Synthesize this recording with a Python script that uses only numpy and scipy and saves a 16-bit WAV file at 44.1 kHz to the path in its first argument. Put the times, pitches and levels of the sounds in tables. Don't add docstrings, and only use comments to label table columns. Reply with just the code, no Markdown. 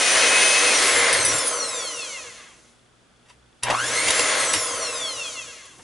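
import sys
import numpy as np
from scipy import signal
from scipy.fft import rfft, irfft, next_fast_len
from scipy.io import wavfile

SR = 44100
rng = np.random.default_rng(int(sys.argv[2]) if len(sys.argv) > 2 else 0)


def voltage_ratio(level):
    return 10 ** (np.asarray(level, float) / 20)


def wav_record(signal):
    frames = np.transpose(np.atleast_2d(signal))
    bounded = np.clip(frames, -1, 1)
    quanta = np.round(bounded * 32767).astype(np.int16)
    wavfile.write(sys.argv[1], SR, quanta)


N = 257226
SIZE = next_fast_len(N + SR)
HZ = np.arange(SIZE // 2 + 1) * SR / SIZE + 1e-3
TIME = np.arange(N) / SR

MAINS_HZ = 60
SLOTS, FULL_SPEED = 12, 250
REGRIP_S = 3.2
START_SPEED, PULL_RISE_S = 248.35, .0368
PULL_HALVED_AT, PULL_FALL = 106.92, 2.1625
FRICTION, DRAG, DRAG_POWER = 66.305, 3.1731, .6123
STEP_S = .002
GROWL_DB, GROWL_STEEP = -23, 7
STRAIN_BLUR_DB = 4.5
SEATED_DB = 7.5
HUM_DB, HUM_STEEP = -33.5, 0.99
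HUM_ENDS_S, HUM_FADE_S = 4.12, .02
SCRAPE_LATER_DB = 3.5
GRAZE_PER_S, GRAZE_DB = 50, -41
TICK_PER_S, TICK_HZ, TICK_DB = 30, 3430, -58
ROOM_T60_S, ROOM_DB = 0.091, -9
WALL_CUT_HZ = 12000
TOP_HZ = 11300

# frequency in Hz, density in dB per Hz.
ROOM_NOISE = [(18, -30), (30, -3), (114, -6), (166, 0.5), (316, -2.5), (1060, -8.5), (1400, -5.5),
              (1930, -12), (3410, -12.5), (3760, -15.5), (10400, -22.5), (11200, -30.5), (14600, -68.5),
              (22000, -120)]
ROOM_NOISE_DB = -60.5
# frequency in Hz, level in dB rms.
ROOM_HUM = [(60, -71), (120, -70.5), (240, -73.5)]
# time in seconds, left minus right in dB.
BALANCE = [(0.0, 2), (0.8, 1), (2.43, 0.5), (3.04, 1), (3.49, 0.5), (5.83, 1.5)]
# frequency in Hz, density in dB per Hz.
RUMBLE = [(15, -69.5), (40, -30.5), (70, -9.5), (110, 0.5), (200, -18.5), (320, -3), (500, -14.5)]
# centre in seconds, level in dB, length in seconds.
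SHIFTS = [(.69, -44, 0.069), (0.968, -35, 0.07), (1.174, -29.5, 0.049), (1.3, -31, 0.12),
          (4.095, -30, 0.038), (4.216, -40, 0.068), (4.438, -44, 0.042), (4.557, -32, 0.037),
          (5.805, -65, 0.038)]
# start in seconds, peak in dB, length in ms, tilt in dB per octave.
BURSTS = [(0.662, -15.5, 5, 10), (3.248, -53.5, 55, -4), (3.28, -49, 30, -2), (3.292, -41, 31, -4),
          (3.624, -22, 57, -4.5), (3.632, -8.5, 9.2, 5), (3.699, -12, 20.6, -4.5), (4.079, -11.5, 18, -1.5),
          (4.104, -6.5, 7, 1.5), (4.193, -6, 4.3, 0), (4.532, -10.5, 26, 0.5), (5.65, -37, 21, 1),
          (5.788, -40, 20, -14.5)]
# frequency in Hz, width in Hz, level in dB.
SWITCH_BODY = [(334, 48, -36), (460, 77, -6.5), (960, 106, 3.5), (1940, 250, 4), (2750, 210, 5.5),
               (3180, 270, 1.5), (3750, 170, 2.5), (4700, 210, 2.5), (5700, 400, -0.5), (7540, 800, -2),
               (8260, 300, -1), (10240, 730, 1.5), (10100, 370, -25)]
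# frequency in Hz, level in dB, decay by 60 dB in seconds.
WIRE_MODES = [(3713, -12, .2), (4942, -11, .25), (5930, -10, .14), (8392, -1, .13), (8630, -9, .12),
              (9160, -11, .1), (9985, -3, .18), (10370, -11, .15), (10540, -11, .15)]
# time in seconds, peak in dB.
TOUCHES = [(0.383, -29), (.8, -32), (1.128, -15.5), (1.25, -16.5), (1.384, -23), (1.47, -25), (1.64, -52),
           (4.078, -22), (4.4, -23), (4.532, -22)]
# frequency in Hz, density in dB per Hz.
RUSH = [(150, -20.5), (400, -7.5), (800, -6.5), (1200, -7), (1600, -1.5), (2100, 2), (2700, -7), (4000, -7),
        (7000, -16.5), (11500, -33)]
# frequency in Hz, density in dB per Hz.
HISS = [(1500, -16.5), (3000, 6), (4300, 4), (5200, 6), (6300, -4), (7500, -5.5), (9000, 5), (10500, 0.5),
        (11500, -3.5)]
# frequency in Hz, width in Hz, level in dB.
SHELL = [(214, 8.3, -8), (312, 35, -6.5), (389, 35, -13.5), (478, 28, 3), (575, 40, -1), (635, 35, -2),
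         (1060, 70, -2), (1295, 60, -4), (1465, 86, -7.5), (1664, 12, -15), (1908, 13, -7), (2120, 17, -42)]
# frequency in Hz, width in Hz, level in dB.
SCRAPE = [(6260, 340, 4.5), (6390, 1300, 2), (7280, 1260, -2.5), (10300, 280, -9.5)]
# frequency in Hz, density in dB per Hz.
GROWL = [(250, -31), (550, 0), (1000, 2), (1700, -4), (3000, -7.5), (5000, -21), (11000, -30)]
# frequency in Hz, width in Hz, dB as first held, dB as held later.
HOUSING_PATHS = [(530, 580, 0, -4), (1090, 97, -3, 1.5), (1630, 82, -5.5, -1.5), (2090, 220, -2.5, -1.5),
                 (2534, 76, -0.5, -3), (2706, 138, -2.5, 4), (3280, 350, -7, 1), (3760, 80, -13, -8.5),
                 (4225, 200, -1.5, 0), (4990, 150, -15.5, -5), (5314, 40, 0.5, -7.5), (5505, 150, -13.5, 1),
                 (5813, 100, 2, 0), (6097, 316, -0.5, -3), (6500, 320, -14, -11), (7000, 120, -6, 0.5),
                 (7310, 400, 1.5, -3), (7820, 150, -4.5, 1), (8270, 130, -0.5, 1.5), (8610, 110, -8, -2),
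                 (9190, 550, 0.5, 1.5), (9820, 140, 6.5, 2), (10180, 225, -10, 5)]
# frequency in Hz, level in dB.
SLOT_WHINE = [(300, -67), (500, -34), (720, -30.5), (950, -22), (1250, -31), (1500, -25), (1720, -30.5),
              (1900, -41.5), (2150, -29), (2330, -37), (2500, -39.5), (3100, -35.5)]
MULTIPLES = [1, 5, 10, 24, 31, 36, 40, 42, 48, 53, 55, 60, 65, 72, 84, 96, 108, 120, 132, 144, 156, 168,
             180, 192]
# dB at the reference speed, dB lost per halving of speed.
STRENGTHS = [(3, 13.5), (-29.5, 4.5), (-2, 9), (-6.5, 3.5), (-22.5, 11.5), (-3.5, -1), (-28.5, -0.5),
             (-37.5, 0.5), (-2.5, 0.5), (-18.5, 4), (-40, 15.2), (-6.5, -0.5), (-35, 5), (-1.5, 3), (-8, 2),
             (-11.5, 1.5), (-12.5, 1), (-12.5, 0), (-21, -3.5), (-18, 2), (-20, -1), (-29, -4), (-42, -4),
             (-27, 4)]
# on in seconds, off in seconds, pull at standstill in turns per s2.
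POWER_ON = [(-1, .66, 1295.9), (3.6205, 4.19, 1386.4)]
# speed in turns per s, then whine, gear rattle, vent rush, brush hiss
# and rumble in the hand, each in dB.
BY_SPEED = [(0, -79, -88, -82, -84, -67.5), (8, -66, -66.5, -63.5, -62.5, -57),
            (22.5, -40, -66, -54.5, -55, -57), (34.2, -36.5, -55.5, -48, -47.5, -64),
            (46.7, -33, -48, -47, -42.5, -51), (62.3, -28, -42, -47.5, -36.5, -57),
            (94.4, -22.5, -37.5, -36.5, -39, -52.5), (122.7, -21.5, -33, -33.5, -34.5, -49),
            (153.3, -18.5, -31, -27.5, -28.5, -47), (195, -19, -29, -19.5, -24.5, -50),
            (232, -15, -29, -19, -18, -53.5), (281, -16.5, -26.5, -18.5, -19, -60)]
LATER_GRIP_DB = [-2.5, -1, -2, -2, 5.5]


def rms_one(x):
    return x / np.sqrt(np.mean(x ** 2) + 1e-20)


def in_time(rows):
    s, *columns = np.transpose(rows)
    return [np.interp(TIME, s, column) for column in columns]


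def through(x, response):
    return irfft(rfft(x, SIZE) * response, SIZE)[..., :N]


def colour(points):
    hz, db = np.transpose(points)
    return voltage_ratio(np.interp(np.log(HZ), np.log(hz), db))


def resonances(modes, sign=-1):
    total = 0
    for k, (hz, wide, db) in enumerate(modes):
        damping = 1j * HZ * wide
        total = total + sign ** k * voltage_ratio(db) * damping / (hz ** 2 - HZ ** 2 + damping)
    return total


def drift(rate):
    knots = rng.standard_normal(600)
    return np.interp(TIME * rate, np.arange(len(knots)), knots)


def noise(response, patchy_db=4.5):
    return rms_one(through(rng.standard_normal(N), response)) * voltage_ratio(patchy_db * drift(12))


def ring(clicks, hz, t60):
    radius, angle = voltage_ratio(-60 / (t60 * SR)), 2 * np.pi * hz / SR
    return signal.lfilter([0, np.sin(angle)], [1, -2 * radius * np.cos(angle), radius ** 2], clicks + 1e-18)


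def background():
    middle, side = rms_one(through(rng.standard_normal((2, N)), colour(ROOM_NOISE)))
    air = voltage_ratio(ROOM_NOISE_DB) * (middle + 0.64 * side * np.array([[1], [-1]]))
    hum = 0
    for hz, db in ROOM_HUM:
        hum = hum + np.sqrt(2) * voltage_ratio(db + 4.7 * drift(13)) * np.sin(2 * np.pi * hz * TIME)
    ticks = np.diff(np.floor(TIME * TICK_PER_S + 0.16), prepend=0) * voltage_ratio(TICK_DB + 3 * drift(44))
    return air + hum + ring(ticks, TICK_HZ, 0.021)


def room(x):
    sides = []
    for lags in rng.uniform(.006, .03, (2, 8)):
        response = 0
        for k, lag in enumerate(lags):
            wall = 1 / (1 + 1j * HZ / WALL_CUT_HZ * lag * 40)
            loop = voltage_ratio(-60 * lag / ROOM_T60_S) * np.exp(-2j * np.pi * HZ * lag) * wall
            response = response + (-1) ** k * loop / (1 - loop)
        sides.append(through(x, response))
    return np.array(sides)


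def hand(rumble_db):
    swell = sum(voltage_ratio(db) * np.exp(-2 * ((TIME - s) / length) ** 2) for s, db, length in SHIFTS)
    return (voltage_ratio(rumble_db) + swell) * noise(colour(RUMBLE), patchy_db=2.5)


def short_bursts():
    out, step = np.zeros(N), SIZE // 8192
    body = (resonances(SWITCH_BODY) + 0.091)[::step]
    octaves = np.log2(HZ[::step] / 3000 + 0.094)
    t = np.arange(len(body)) / SR
    for s, db, ms, tilt_db in BURSTS:
        start = round(s * SR)
        envelope = np.exp(-2000 * t / ms) * np.minimum(1, 4000 * t / ms)
        burst = rng.standard_normal(len(t)) * envelope
        burst = irfft(rfft(burst, 2 * len(t) - 2) * body * voltage_ratio(tilt_db * octaves))
        burst = burst[:min(len(t), N - start)]
        peak = 3 * np.sqrt(np.mean(burst[:round(ms * SR / 2000)] ** 2))
        out[start:][:len(burst)] += voltage_ratio(db) * burst / peak
    return out


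def beaters(hiss_db):
    at, out = [round(s * SR) for s, db in TOUCHES], 0
    touch_db = np.array(TOUCHES)[:, 1]
    graze = (rng.random(N) < GRAZE_PER_S / SR) * voltage_ratio(GRAZE_DB + hiss_db)
    for hz, level_db, t60 in WIRE_MODES:
        clicks = graze * rng.standard_normal(N)
        clicks[at] += voltage_ratio(touch_db + rng.normal(0, 1.3, len(at)))
        out = out + voltage_ratio(level_db) * ring(clicks, hz, t60)
    return out


def housing(x, leak_db):
    hz, wide, *grips = np.transpose(HOUSING_PATHS)
    first, later = [through(x, voltage_ratio(leak_db) + resonances(zip(hz, wide, db), sign=0.96)) for db in grips]
    return np.where(TIME < REGRIP_S, first, later)


def vent_air(rush_db, hiss_db):
    air = voltage_ratio(rush_db) * noise(colour(RUSH), patchy_db=2.0)
    air = air + voltage_ratio(hiss_db) * noise(colour(HISS), patchy_db=-0.5)
    return 0.53 * air + 0.39 * housing(air, leak_db=-46.5)


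def gears(speed, per_turn=5.5, size_db=1.5):
    struck = rng.random(N) < per_turn * (speed + 20) / SR
    knocks = struck * voltage_ratio(size_db * np.minimum(rng.exponential(1, N), 4)) * rng.choice([-1, 1], N)
    knocks = knocks / np.sqrt(speed + 20)
    return rms_one(through(knocks, resonances(SHELL) / (1 + (250 / HZ) ** 2)))


def brushes(speed, hiss_db, slow_db=-3, loss_db=3.0, sharp=0.64):
    bars = np.exp(sharp * np.cos(2 * np.pi * SLOTS * np.cumsum(speed) / SR))
    scrape = rms_one(through(rng.standard_normal(N) * bars, resonances(SCRAPE)))
    return scrape * voltage_ratio(hiss_db + slow_db - loss_db * np.log2(np.maximum(speed, 60) / 60))


def load_growl(pull):
    pulses = 1 + 0.34 * np.sin(4 * np.pi * MAINS_HZ * TIME)
    return voltage_ratio(GROWL_DB) * (pull / pull.max()) ** GROWL_STEEP * pulses * noise(colour(GROWL), patchy_db=1.5)


def motor_hum(pull):
    fade = np.clip((TIME - HUM_ENDS_S) / HUM_FADE_S * 2, -50, 50)
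    low_setting = (TIME > REGRIP_S) / (1 + np.exp(fade))
    twice_mains = 4 * np.pi * MAINS_HZ * TIME
    tone = np.sin(twice_mains) + 0.31 * np.sin(2 * twice_mains)
    return voltage_ratio(HUM_DB) * pull ** HUM_STEEP * low_setting * tone


def motor():
    speed, rows = START_SPEED, []
    for s in np.arange(0, N / SR + STEP_S, STEP_S):
        share, pull = 0., 0.
        for on, off, full in POWER_ON:
            if on < s < off:
                built_up = 1 - np.exp((on - s) / PULL_RISE_S)
                share = built_up / (1 + (speed / PULL_HALVED_AT) ** PULL_FALL)
                pull = share * full
        rows.append((s, speed, share))
        speed = max(0., speed + STEP_S * (pull - FRICTION - DRAG * speed ** DRAG_POWER))
    return in_time(rows)


def slot_level(speed, pull):
    hz, db = np.transpose(SLOT_WHINE)
    return np.where(pull > 0, np.interp(np.log(SLOTS * speed + 1), np.log(hz), db), -100)


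def whine(speed, whine_db, slot_db, wobble=.03, flicker_db=2.6, uneven_db=-29, rough=.55):
    turns = np.cumsum(speed) / SR + wobble * drift(60) / (2 * np.pi)
    octaves = np.log2((speed + 5) / FULL_SPEED)
    partials = 0
    for order, (db, loss_db) in zip(MULTIPLES, STRENGTHS):
        audible = order * speed < SR / 3
        level = audible * voltage_ratio(db + loss_db * octaves + flicker_db * drift(25))
        partials = partials + level * np.sin(2 * np.pi * (order * turns + rng.random()))
    bars = np.exp(2j * np.pi * rng.random(120)) * voltage_ratio(rng.normal(0, 3, 120))
    one_turn = irfft(np.r_[0, bars], 4096) * 2048
    partials = partials + voltage_ratio(uneven_db) * np.interp(turns % 1, np.linspace(0, 1, len(one_turn)), one_turn)
    torque = 1 + .8 * np.sin(4 * np.pi * MAINS_HZ * TIME)
    torque = torque + rough * noise(1 / (1 + (HZ / 450) ** 2))
    slot_tone = np.sin(2 * np.pi * SLOTS * turns) + 0.26 * np.sin(4 * np.pi * SLOTS * turns)
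    slots = voltage_ratio(slot_db + 1.1 * drift(60)) * torque * slot_tone
    small_source = HZ ** 2 / (HZ ** 2 + 1900 ** 2)
    partials = through(voltage_ratio(whine_db) * partials, small_source)
    return housing(partials, leak_db=-33.0) + housing(slots, leak_db=-1.5)


def scene():
    speed, pull = motor()
    strain = pull / pull.max()
    later = TIME > REGRIP_S
    speeds, *levels = np.transpose(BY_SPEED)
    whine_db, gear_db, rush_db, hiss_db, rumble_db = [
        np.interp(speed, speeds, db) + later_db * later * (speed > 0)
        for db, later_db in zip(levels, LATER_GRIP_DB)]
    mixer = hand(rumble_db) + short_bursts() + beaters(hiss_db)
    mixer = mixer + vent_air(rush_db, hiss_db)
    mixer = mixer + voltage_ratio(gear_db - SEATED_DB * strain + 1.0 * drift(14)) * gears(speed)
    mixer = mixer + brushes(speed, hiss_db + SCRAPE_LATER_DB * later)
    mixer = mixer + load_growl(pull) + motor_hum(pull)
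    mixer = mixer + whine(speed, whine_db - STRAIN_BLUR_DB * strain, slot_level(speed, pull))
    balance_db, = in_time(BALANCE)
    direct = mixer * voltage_ratio(balance_db * np.array([[.5], [-.5]]))
    return background() + voltage_ratio(ROOM_DB) * room(mixer) + direct


def band_limit(x):
    return signal.sosfilt(signal.butter(12, 11950, fs=SR, output="sos"), x)


def record(dry):
    lowpass = signal.cheby2(22, 45, TOP_HZ, fs=SR, output="sos")
    mix = signal.sosfilt(lowpass, dry)
    return band_limit(mix)


dry = scene()
out = record(dry)
wav_record(out)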